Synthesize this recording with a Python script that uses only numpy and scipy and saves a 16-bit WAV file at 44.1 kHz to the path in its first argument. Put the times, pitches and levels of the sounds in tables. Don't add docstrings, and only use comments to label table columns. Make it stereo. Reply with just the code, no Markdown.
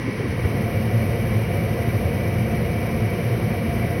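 import sys
import numpy as np
from scipy import signal
from scipy.fft import rfft, irfft
from scipy.io import wavfile
from scipy.ndimage import uniform_filter1d, map_coordinates

SR = 44100
rng = np.random.default_rng(int(sys.argv[2]) if len(sys.argv) > 2 else 0)


def int16_out(signal):
    q = np.round(np.clip(np.atleast_2d(signal).T, -1, 1) * 32767)
    wavfile.write(sys.argv[1], SR, q.astype(np.int16))


N = 176400
TIME, HZ = np.arange(N) / SR, np.maximum(np.arange(N // 2 + 1) * SR / N, 1)

# (time [s], shaft speed [turns/s])
SHAFT_SPEED = [(0, 57.2), (.48, 57.15), (.75, 57.65), (1.1, 58.02), (1.7, 58.2), (2.6, 58.24), (4, 58.24)]


def from_db(db):
    return 10 ** (np.asarray(db) / 20)


def rms_one(x):
    return x / np.sqrt(np.mean(x ** 2) + 1e-20)


def in_time(points):
    return np.interp(TIME, *np.transpose(points))


def over_hz(points):
    hz, value = np.transpose(points)
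    return np.interp(np.log(HZ), np.log(hz), value)


def spectrum(points, skirt_db_per_octave=31):
    octaves_above = np.maximum(np.log2(HZ / points[-1][0]), 0)
    return from_db(over_hz(points) - skirt_db_per_octave * octaves_above)


def resonance(hz, width_hz):
    return 1 / (1 + ((HZ - hz) / (.7 * width_hz)) ** 2)


def drift(rate_hz):
    return rms_one(irfft(rfft(rng.standard_normal(N)) / (1 + (HZ / rate_hz) ** 2), N))


def bump(at_s, half_s):
    return np.exp(-.5 * ((TIME - at_s) / half_s) ** 2)


def sine(cycles):
    return np.sqrt(2) * np.sin(2 * np.pi * (cycles + rng.random()))


def turbulence(colour):
    # (frequency [Hz], left minus right [dB])
    balance = [(100, 0.1), (230, 1), (380, 2), (480, 5), (700, 8.5), (900, 4), (1300, 3.5), (1700, -1),
               (2200, -2.5), (2600, -2.5), (3100, 3.5), (3500, -1), (4400, -1.5), (5500, -0.5), (12000, 1)]
    # (frequency [Hz], likeness [0-1])
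    likeness = [(100, 1), (250, 1), (500, 0.98), (700, 0.95), (850, 0.37), (1100, 0.69), (1700, 0.8),
                (2280, 0.9), (2700, 0.43), (4500, 0.24), (5200, 0.81), (6100, 0.97), (6600, 1), (8100, 1),
                (8900, 0.2), (10200, .97), (12000, 0.6), (13100, .99), (14600, 0.99)]
    # (frequency [Hz], left lead [rad])
    lead = [(280, 0), (460, .4), (720, .3), (900, -.55), (1400, -.4), (2300, .2), (3000, 1.4), (4400, 1.4),
            (5100, .1), (5900, .9), (6600, 3.05), (8100, 3.25), (8500, 4.4), (9800, 6.1), (11100, 6.4),
            (12200, 7.9), (13100, 9.35), (14700, 9.55), (15400, 12)]
    mid, side = rfft(rng.standard_normal((2, N)))
    alike = np.clip(over_hz(likeness), 0, 1)
    left_right = np.array([[1], [-1]])
    pair = np.sqrt(1 + alike) * mid + left_right * np.sqrt(1 - alike) * side
    pan = from_db(left_right * over_hz(balance) / 2)
    phase_shift = np.exp(.5j * left_right * over_hz(lead))
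    return rms_one(irfft(pair * pan / np.hypot(*pan) * colour * phase_shift, N))


def resonating(modes):
    power = sum(from_db(db) ** 2 * rms_one(resonance(hz, width)) ** 2 for hz, width, db in modes)
    return np.sqrt(power.mean()) * turbulence(np.sqrt(power))


def gliding(pair, ratio):
    position = np.cumsum(ratio) % N
    return np.array([map_coordinates(x, [position], order=3, mode="nearest") for x in pair])


def blower_air():
    # (frequency [Hz], relative level [dB])
    air_eq = [(400, -7), (870, -1.5), (980, 2), (1350, -2), (1650, -0.5), (1950, 0), (2200, 0.5),
              (2550, -2), (2750, -5.5), (3150, -3.5), (3300, -12), (4300, -12), (5400, -18), (6000, -20.5),
              (6700, -31)]
    # (frequency [Hz], width [Hz], level [dB])
    housing_modes = [(846, 23, -59), (1167, 31, -55.5), (1850, 42, -52.5), (2155, 120, -48.5),
                     (2297, 97, -42), (2500, 70, -59), (2844, 57, -52.5)]
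    rush = from_db(-37) * turbulence(spectrum(air_eq))
    warming = (in_time(SHAFT_SPEED) / SHAFT_SPEED[-1][1]) ** 1.1
    return rush + gliding(resonating(housing_modes), warming)


def blower_motor(flow_db, shaft_wander=.00062, waver_db=2, mains_hz=60):
    # (shaft multiple [x], level [dB], left minus right [dB], flow tracking [dB/dB])
    partials = [(2, -35, 1.5, 0.31), (16, -55.5, 10, .5), (18, -57.5, -2, -0.4), (34, -47.5, -3.5, -0.23)]
    turns = np.cumsum(in_time(SHAFT_SPEED) * (1 + shaft_wander * drift(rate_hz=6.2))) / SR
    whine = 0
    for multiple, db, pan_db, tracking in partials:
        tone = sine(round(multiple) * turns)
        level_db = db + tracking * flow_db + waver_db * drift(rate_hz=2.8)
        whine = whine + tone * from_db(level_db + np.array([[.5], [-.5]]) * pan_db)
    hum = from_db(-33) * sine(2 * mains_hz * TIME)
    return whine + hum


def flames(flow_db):
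    # (time [s], half length [s], centre [Hz], width [Hz], level [dB])
    flutters = [(.06, .009, 250, 90, -29.5), (.088, .008, 315, 110, -23.5), (.207, .012, 370, 160, -24.5),
                (.251, .013, 340, 140, -24.5), (.451, .009, 280, 400, -26), (.453, .007, 1100, 1300, -35),
                (.553, .019, 230, 120, -26)]
    # (frequency [Hz], relative level [dB])
    roar_eq = [(90, -33), (150, 1.5), (195, 0), (240, -2), (268, -9.5), (330, -5.5), (385, -8.5),
               (470, -4.5), (550, -9.5), (620, -15), (760, -22), (1000, -23.5), (2000, -49)]
    # (frequency [Hz], width [Hz], level at full flow [dB])
    tube_modes = [(221.4, 7.8, -33.5), (354.5, 23, -42.5), (398, 25, -46.5), (467.7, 10.4, -41.5),
                  (503, 34, -39.5), (541, 33, -40.5), (578, 17, -42), (663, 18, -48.5),
                  (692.2, 22.4, -37.5), (738, 23, -44.5)]
    roar = from_db(-27 + .2 * flow_db) * turbulence(spectrum(roar_eq))
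    tubes = from_db(flow_db) * resonating(tube_modes)
    flutter = sum(bump(at_s, half_s) * resonating([band]) for at_s, half_s, *band in flutters)
    return flutter + roar + tubes


def combustion_rumble(flow_db, compression=.3):
    # (frequency [Hz], relative level [dB])
    rumble_eq = [(20, -48), (32, -26), (42, -18), (55, -3.5), (75, -2.5), (92, 1), (114, 3), (134, -5.5),
                 (155, -1.5), (180, -11.5), (260, -29)]
    # (time [s], half length [s], pitch [Hz], level [dB])
    swells = [(.308, .011, 85, -23), (.348, .007, 130, -22), (.459, .008, 88, -15), (.595, .01, 120, -18),
              (.638, .013, 100, -22), (.775, .012, 105, -20.5), (.865, .011, 112, -20.5),
              (.957, .024, 113, -15.8), (1.065, .012, 105, -19), (1.367, .017, 105, -16.5),
              (1.422, .014, 112, -18.5), (1.565, .015, 104, -19), (1.645, .01, 115, -21),
              (1.96, .016, 105, -18), (2.06, .013, 92, -18), (2.17, .01, 112, -18),
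              (2.41, .012, 110, -19.5), (3.055, .02, 110, -18), (3.272, .016, 116, -18),
              (3.33, .014, 116, -18.7), (3.447, .015, 108, -19)]
    noise = turbulence(spectrum(rumble_eq))
    envelope = np.sqrt(uniform_filter1d(np.abs(signal.hilbert(noise[0])) ** 2, size=1800) + 1e-9)
    steadied = rms_one(noise / envelope ** compression)
    rumble = steadied * from_db(-25 + .45 * flow_db)
    for at_s, half_s, hz, db in swells:
        crossfade = bump(at_s, half_s)
        low_tone = from_db(db) * sine(hz * (TIME - at_s))
        rumble = (1 - crossfade) * rumble + crossfade * low_tone
    return rumble


def gas_jets(flow_db, hiss_db=-44.7, flicker_db=.88):
    # (frequency [Hz], relative level [dB])
    hiss_eq = [(3000, -20), (4300, -6), (4900, -4.5), (5500, -3.5), (6200, 0), (6700, -3), (7500, -0.3),
               (8300, -2), (9000, -3.8), (9500, -.7), (10300, .5), (10650, -2), (11100, 1), (12400, 1.5),
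               (12900, 2), (13300, -3), (13700, 1), (14200, -4.5), (14800, -3.5), (15300, -7),
               (15800, -6.5)]
    # (low edge [Hz], high edge [Hz], flow tracking [dB/dB])
    hiss_bands = [(2000, 8000, -.03), (8000, 11000, .17), (11000, 14500, .45), (14500, 18000, .25)]
    # (frequency [Hz], width [Hz], level at full flow [dB])
    whistle_peaks = [(9730, 130, -62), (11700, 160, -61), (11850, 100, -51.5), (12000, 200, -56),
                     (12700, 230, -54)]
    # (frequency [Hz], width [Hz], level [dB])
    throat_modes = [(3770, 130, -62.5), (5280, 75, -64.5), (5770, 89, -63.5), (8740, 84, -67)]
    colour = rms_one(spectrum(hiss_eq))
    hiss = 0
    for low, high, tracking in hiss_bands:
        band = colour * (HZ >= low) * (HZ < high)
        band_rms = np.sqrt(np.mean(band ** 2))
        hiss = hiss + from_db(hiss_db + tracking * flow_db) * band_rms * turbulence(band)
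    whistles = from_db(1.8 * flow_db) * resonating(whistle_peaks)
    throats = resonating(throat_modes)
    return (hiss + whistles + throats) * from_db(flicker_db * drift(rate_hz=28))


def scene():
    # (time [s], gas flow relative to full [dB])
    gas_flow = [(0, -19), (.28, -12.5), (.45, -3.5), (.6, -1), (.72, -0.4), (1.2, 0), (4, -1.1)]
    flow_db = in_time(gas_flow)
    burners = combustion_rumble(flow_db) + flames(flow_db) + gas_jets(flow_db)
    return burners + blower_air() + blower_motor(flow_db)


def record(dry):
    cutoff_hz = 15850
    return signal.sosfilt(signal.ellip(12, .1, 90, cutoff_hz, fs=SR, output="sos"), dry)


dry = scene()
out = record(dry)
int16_out(out)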